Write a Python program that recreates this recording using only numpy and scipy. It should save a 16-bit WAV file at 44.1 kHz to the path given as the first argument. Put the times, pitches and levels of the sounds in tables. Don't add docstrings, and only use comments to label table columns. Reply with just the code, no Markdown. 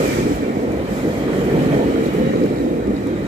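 import sys
import numpy as np
from scipy import signal
from scipy.fft import rfft, irfft, next_fast_len
from scipy.io import wavfile
from scipy.ndimage import uniform_filter1d, map_coordinates

SR = 44100
rng = np.random.default_rng(int(sys.argv[2]) if len(sys.argv) > 2 else 0)


def int16_out(signal):
    q = np.round(np.clip(np.atleast_2d(signal).T, -1, 1) * 32767)
    wavfile.write(sys.argv[1], SR, q.astype(np.int16))


N = 144207

# (frequency [Hz], share of power [0-1])
COMMON_SHARE = [(40, 0.94), (100, 1), (150, 0.96), (350, 0.94), (700, 0.85), (1000, 0.56), (1300, 0.49),
                (1700, 0.18), (2600, 0.18), (5000, 0.1)]
# (frequency [Hz], left over right [dB])
MIC_BALANCE = [(60, -3), (78, 4.5), (100, -2), (130, 3), (170, -4), (220, 0.5), (290, -0.5), (380, -2),
               (490, -1.0), (640, -1.5), (830, -4.5), (1070, 1), (1390, -3), (1810, -1), (2360, 1),
               (3060, 0.5), (3980, -0.5), (5170, -4), (6730, -7), (8740, -3), (11400, 2), (14800, -1)]
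LOW_CUT_HZ, TOP_HZ = 15, 15375
CEILING, KNEE = .75, 4

# (frequency [Hz], level [dB])
AIR_SPECTRUM = [(2060, -15), (3500, -6), (4080, -18), (4420, -4.5), (6680, -5.5), (7300, -5), (7750, -3.5),
                (8300, -10), (8700, -9.5), (11100, -12), (13100, -9.5), (14300, -15), (15200, -21.5)]
# (time [s], level [dB])
HISS_LEVEL = [(0.0, -35), (0.09, -35.5), (0.33, -42), (0.38, -43.5), (0.47, -48.5), (0.86, -50),
              (0.93, -43.5), (1.27, -46), (1.45, -44.5), (1.97, -45.5), (2.07, -42.5), (2.09, -46),
              (2.31, -47), (2.56, -48.5), (2.81, -53), (3.26, -49.5), (3.27, -50)]
# (time [s], lift [dB])
AIR_TOP_LIFT = [(0, 1.5), (.25, -2.5), (.33, -1), (.36, 4), (.39, -2), (.44, -0.5), (.86, 2), (.95, 2.5),
                (1.3, 1), (1.55, 2), (2.07, 0.5), (2.2, 4), (2.33, -1), (2.55, 1.5), (2.85, 1),
                (3.27, -0.5)]
AIR_SPLIT_HZ = 9000
RATTLES, RATTLE_DB, RATTLE_SPREAD_DB, RATTLE_T60_S = 200, 4.5, 7, .02
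RATTLE_HZ, RATTLE_OCTAVES = 3000, 2.2
# (time [s], peak level [dB], centre [Hz], left over right [dB])
AIR_PUFFS = [(.345, -37, 13500, 0), (1.44, -38, 9000, 0), (2.035, -36, 9000, 2), (2.06, -40, 8000, 4),
             (2.13, -37, 12550, 4)]
PUFF_T60_S, PUFF_Q, PUFF_RISE_S = 0.1, 0.65, .008

# (time [s], peak level [dB], centre [Hz], left over right [dB], sharpness Q [1])
SMALL_TICKS = [(0.0774, -23.5, 9000, -3.5, 1), (0.332, -35, 7500, 1, .9), (0.7194, -37, 7490, -6, .9),
               (2.058, -32, 3860, 9, 1.6), (2.359, -33, 4170, -3, 3.1), (2.437, -32.5, 4340, -2, 1.4),
               (2.4585, -36, 8000, -3, .8), (2.5142, -40, 4160, -2, 1.6), (2.56, -35, 4200, 3, 2.2),
               (2.582, -33, 4150, -5, 4.5), (2.6094, -38, 4060, -4, 2.4), (2.8704, -36, 5500, 2, .9),
               (2.9646, -33, 4200, 9, 1.8), (3.07, -31.5, 6000, 4, .5)]
TICK_T60_S = 0.014
RISE_S = .0015

# (time [s], pitch [Hz], level [dB])
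SINGING_MODES = [
    [(0, 2407, -38), (.17, 2300, -38.5), (.35, 2287, -42.5), (.6, 2270, -46.5), (.8, 2210, -82)],
    [(.7, 1790, -74), (.9, 1774, -49), (1.4, 1790, -51), (1.8, 1773, -48), (2.1, 1770, -84)],
    [(1.8, 1980, -80), (2.05, 1988, -48), (2.4, 1962, -43), (2.65, 1930, -54), (2.9, 1925, -80)],
    [(.9, 3300, -80), (1.15, 3260, -50), (1.55, 3230, -50.5), (2.05, 3190, -52), (2.35, 3200, -80)],
    [(1.2, 3040, -80), (1.4, 2970, -50), (1.85, 2960, -51), (2.3, 2880, -47), (2.6, 2920, -80)],
    [(1.3, 3940, -89), (1.6, 3850, -53), (2.3, 3906, -52), (2.9, 3830, -57), (3.27, 3770, -54)],
]
SING_WAVER, SING_FLUTTER_DB = .024, 4.5
# (time [s], level [dB], pitch [Hz])
WHEEL_GLINTS = [(.025, -33, 2370), (.085, -33, 1760), (.135, -36, 1860), (.165, -29, 2310),
                (.24, -34, 2290), (.41, -41, 2270)]
GLINT_T60_S, GLINT_RISE_S = 0.1, 0.0048

# (frequency [Hz], level [dB])
WHEEL_BED_SPECTRUM = [(530, -23), (900, -19.5), (1600, -3), (1930, 0.5), (2390, -5.5), (2630, -12),
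                      (4600, -21.5), (5980, -37), (10100, -120)]
# (centre [Hz], width [Hz], level [dB])
WHEEL_RESONANCES = [(1265, 470, 2.5), (1824, 80, -3.5), (1970, 210, -8), (2343, 205, -5), (2984, 115, -15),
                    (3230, 84, -12), (3860, 410, -16.5), (4190, 130, -18)]
# (time [s], lower ring level [dB], upper ring level [dB])
WHEEL_LEVELS = [(0.0, -30.5, -35.5), (0.14, -33, -36.5), (0.39, -36.5, -42), (0.62, -38.5, -46),
                (0.83, -38.5, -44), (1.66, -33.5, -40), (1.98, -35, -41.5), (2.27, -36, -42),
                (2.7, -41, -47.5), (2.91, -40.5, -48.5), (3.27, -38.5, -45.5)]
MODES_DB = 2.5
WHEEL_SPLIT_HZ = 2320

# (time [s], sleeper thud level [dB], upper roar level [dB], left microphone lag [ms])
ROLLING_LEVELS = [(0.0, -21, -28, 0.33), (0.03, -23.5, -28, 0.35), (0.16, -34, -30, 0.53),
                  (0.18, -23.5, -31, 0.37), (0.33, -33, -31.5, 0.4), (1.19, -29.5, -31, 0.23),
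                  (1.55, -22, -27.5, 0.29), (1.59, -16.5, -25, 0.33), (1.69, -26, -33.5, 0.28),
                  (1.72, -19.5, -24.5, 0.33), (1.95, -34, -30.5, 0.36), (2.29, -20.5, -32, 0.36),
                  (2.33, -39, -36, 0.52), (2.35, -24, -31.5, 0.43), (2.97, -34, -35, 0.36),
                  (3.27, -28.5, -36.5, 0.27)]
# (frequency [Hz], level [dB])
GROUND_SPECTRUM = [(15, -60), (25, -22), (35, -36), (48, -6), (59, -3.5), (74, -5.5), (92, -11.5),
                   (110, -0.5), (200, -120)]
# (time [s], level [dB])
GROUND_LEVELS = [(0.0, -34), (0.35, -29.5), (0.52, -41), (0.59, -29), (0.62, -42), (0.72, -32), (2.55, -36),
                 (3.2, -33.5), (3.27, -33)]
# (frequency [Hz], level [dB])
SLEEPER_SPECTRUM = [(56, -46), (95, -14.5), (140, 3.5), (172, -1), (200, -0.5), (260, -9), (440, -120)]
# (frequency [Hz], level [dB])
RAIL_SPECTRUM = [(110, -33.5), (180, -12), (210, -4.5), (286, -1.5), (398, -7.5), (445, -5.5), (520, -8),
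                 (680, -33.5), (1140, -120)]
# (time [s], level [dB])
ROAR_LEVEL = [(0.0, -20), (0.32, -17.5), (0.35, -26.5), (0.4, -19), (1.0, -23), (1.01, -25.5), (1.07, -16),
              (1.09, -22.5), (1.81, -17), (2.1, -17.5), (2.12, -30), (2.15, -16.5), (2.17, -24),
              (2.19, -17), (2.39, -19), (2.45, -14.5), (2.49, -26), (2.51, -19), (2.61, -20.5), (2.71, -17),
              (2.86, -23), (2.88, -16.5), (2.99, -25), (3.0, -27), (3.02, -19), (3.27, -23.5)]
# (time [s], lift [dB])
RAIL_UPPER_LIFT = [(0, 6), (.2, -2), (.6, -0.5), (1.2, 0.5), (1.5, 2.5), (1.65, -0.5), (1.8, 2.5),
                   (1.95, -0.5), (2.1, 0.5), (2.4, 3), (2.8, -3), (3.27, -1)]
RAIL_SPLIT_HZ = 380
# (frequency [Hz], level [dB])
RAIL_TOP_SPECTRUM = [(300, -120), (430, -76), (520, -6.5), (640, -8), (800, -14), (980, -17.5),
                     (1150, -25.5), (2000, -120)]
# (time [s], level [dB], pitch [Hz])
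RAIL_BOOMS = [(1.59, -16, 144), (1.835, -12, 288), (2.19, -14, 230), (2.43, -14.5, 312), (2.70, -12, 285.4),
              (2.875, -21, 292.5)]
BOOM_T60_S, BOOM_RISE_S = 0.25, .012
# (time [s], peak level [dB], centre [Hz], left over right [dB])
AXLE_KNOCKS = [(1.2492, -37, 1980, 4), (1.3294, -23, 1790, 1), (1.7268, -22, 2100, -1.5),
               (1.7434, -22, 1800, -2), (1.958, -22, 1350, -1), (2.3343, -24, 1240, 1),
               (2.4585, -28, 1310, -6)]
KNOCK_T60_S, KNOCK_Q = 0.023, 1.9


def amp(db):
    return 10 ** (np.asarray(db) / 20)


def unit(x):
    return x / np.sqrt(np.mean(x ** 2) + 1e-20)


def along(points, hz):
    f, v = np.transpose(points)
    return np.interp(np.log(hz + 1), np.log(f + 1), v)


def spectrum(points):
    return lambda f: amp(along(points, f))


def curves(rows):
    s, *cols = np.transpose(rows)
    return [np.interp(np.arange(N) / SR, s, c) for c in cols]


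def wobble(rate):
    knots = rng.standard_normal(int(N * rate / SR) + 4)
    return map_coordinates(knots, [np.arange(N) * rate / SR])


def filtered(x, response):
    m = next_fast_len(N + SR // 2)
    return irfft(rfft(x, m) * response(np.fft.rfftfreq(m, 1 / SR)), m)[..., :N]


def below(x, split_hz):
    return filtered(x, lambda f: 1 / (1 + (f / split_hz) ** 12))


def lifted(x, split_hz, rows):
    lower = below(x, split_hz)
    return lower + amp(curves(rows)[0]) * (x - lower)


def rush(gain, patchy_db, size=512):
    frames = dict(nperseg=size, noverlap=size * 3 // 4)
    hz, t, z = signal.stft(rng.standard_normal((3, N)), SR, **frames)
    s, lag_ms = np.transpose(ROLLING_LEVELS)[[0, -1]]
    late = np.exp(-1j * np.pi * hz[:, None] * np.interp(t, s, lag_ms) / 1000)
    share = np.clip(along(COMMON_SHARE, hz), 0, 1)[:, None]
    pair = np.sqrt(share) * z[0] * [late, 1 / late] + np.sqrt(1 - share) * z[1:]
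    field = uniform_filter1d(rng.standard_normal(late.shape), size=3, axis=0)
    field = uniform_filter1d(field, size=12, axis=1)
    patchy = pair * amp(patchy_db * unit(field))
    noise = signal.istft(patchy, SR, **frames)[1][:, :N]
    return unit(filtered(noise, gain))


def clicks(rows, t60, q, order=1, rise_s=RISE_S):
    out, t = np.zeros((2, N + SR)), np.arange(SR // 10) / SR
    envelope = amp(-60 * t / t60) * (1 - np.exp(-t / rise_s))
    for s, db, hz, pan_db in rows:
        edges = np.minimum(hz * 2 ** (np.array([-.5, .5]) / q), SR / 2.2)
        b, a = signal.butter(order, edges, "bandpass", fs=SR)
        burst = signal.lfilter(b, a, envelope * rng.standard_normal((2, len(t))))
        level = amp(db + np.array([[pan_db / 2], [-pan_db / 2]]))
        out[:, round(s * SR):][:, :len(t)] += burst / np.abs(burst).max() * level
    return out[:, :N]


def pings(rows, t60, rise_s):
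    out, t = np.zeros(N + SR), np.arange(SR // 4) / SR
    for s, db, hz in rows:
        ring = np.sin(2 * np.pi * (hz * t + rng.random()))
        out[round(s * SR):][:len(t)] += amp(db - 60 * t / t60) * (1 - np.exp(-t / rise_s)) * ring
    return out[:N]


def air():
    when, size, pitch, side = rng.random((RATTLES, 4)).T
    level_db = RATTLE_DB - RATTLE_SPREAD_DB * size
    centre_hz = RATTLE_HZ * 2 ** (RATTLE_OCTAVES * pitch)
    rows = np.c_[when * N / SR, level_db, centre_hz, 12 * (side - .5)]
    rattle = filtered(clicks(rows, RATTLE_T60_S, q=2.9), spectrum(AIR_SPECTRUM))
    hiss = rush(spectrum(AIR_SPECTRUM), patchy_db=1.4, size=1024)
    flutter_db = 0.29 * wobble(8.6) + 0.73 * wobble(22.28)
    level = amp(curves(HISS_LEVEL)[0] + flutter_db)
    return level * lifted(hiss + rattle, AIR_SPLIT_HZ, AIR_TOP_LIFT)


def puffs():
    return clicks(AIR_PUFFS, PUFF_T60_S, PUFF_Q, order=2, rise_s=PUFF_RISE_S)


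def ticks():
    return sum(clicks([row[:4]], TICK_T60_S, row[4], order=2) for row in SMALL_TICKS)


def tone(hz, db):
    wavering_hz = hz * (1 + SING_WAVER * wobble(70))
    level = amp(db + SING_FLUTTER_DB * wobble(38.6))
    return level * np.sin(2 * np.pi * np.cumsum(wavering_hz) / SR)


def singing_wheel():
    glints = np.array([pings(WHEEL_GLINTS, GLINT_T60_S, GLINT_RISE_S) for side in "LR"])
    songs = sum(np.array([tone(*curves(rows)) for side in "LR"]) for rows in SINGING_MODES)
    return glints + songs


def wheel_response(f):
    return sum(amp(db) * (f * w) ** 2 / ((c * c - f * f) ** 2 + (f * w) ** 2)
               for c, w, db in WHEEL_RESONANCES)


def wheels():
    bed = rush(spectrum(WHEEL_BED_SPECTRUM), patchy_db=2.5)
    modes = rush(wheel_response, patchy_db=2.0, size=1024)
    ring = bed + amp(MODES_DB) * modes
    lower = below(ring, WHEEL_SPLIT_HZ)
    low_db, high_db = curves(WHEEL_LEVELS)
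    waver = amp(0.33 * wobble(16))
    return waver * (amp(low_db) * unit(lower) + amp(high_db) * unit(ring - lower))


def track():
    thud_db, top_db, _ = curves(ROLLING_LEVELS)
    ground = amp(curves(GROUND_LEVELS)[0]) * rush(spectrum(GROUND_SPECTRUM), patchy_db=0.0)
    sleepers = amp(thud_db) * rush(spectrum(SLEEPER_SPECTRUM), patchy_db=0.0, size=4096)
    roar = rush(spectrum(RAIL_SPECTRUM), patchy_db=1.45, size=2048)
    rail = amp(curves(ROAR_LEVEL)[0]) * lifted(roar, RAIL_SPLIT_HZ, RAIL_UPPER_LIFT)
    top = amp(top_db) * rush(spectrum(RAIL_TOP_SPECTRUM), patchy_db=1.25)
    booms = pings(RAIL_BOOMS, BOOM_T60_S, BOOM_RISE_S)
    knocks = clicks(AXLE_KNOCKS, KNOCK_T60_S, KNOCK_Q, order=2)
    return ground + sleepers + rail + top + booms + knocks


def scene():
    return air() + puffs() + ticks() + singing_wheel() + wheels() + track()


def record(dry):
    def colour(f):
        balance = amp(np.outer([.5, -.5], along(MIC_BALANCE, f)))
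        return balance * f ** 4 / (f ** 4 + LOW_CUT_HZ ** 4)

    mics = filtered(dry, colour)
    rounded = mics / (1 + np.abs(mics / CEILING) ** KNEE) ** (1 / KNEE)
    return filtered(rounded, lambda f: f < TOP_HZ)


dry = scene()
out = record(dry)
int16_out(out)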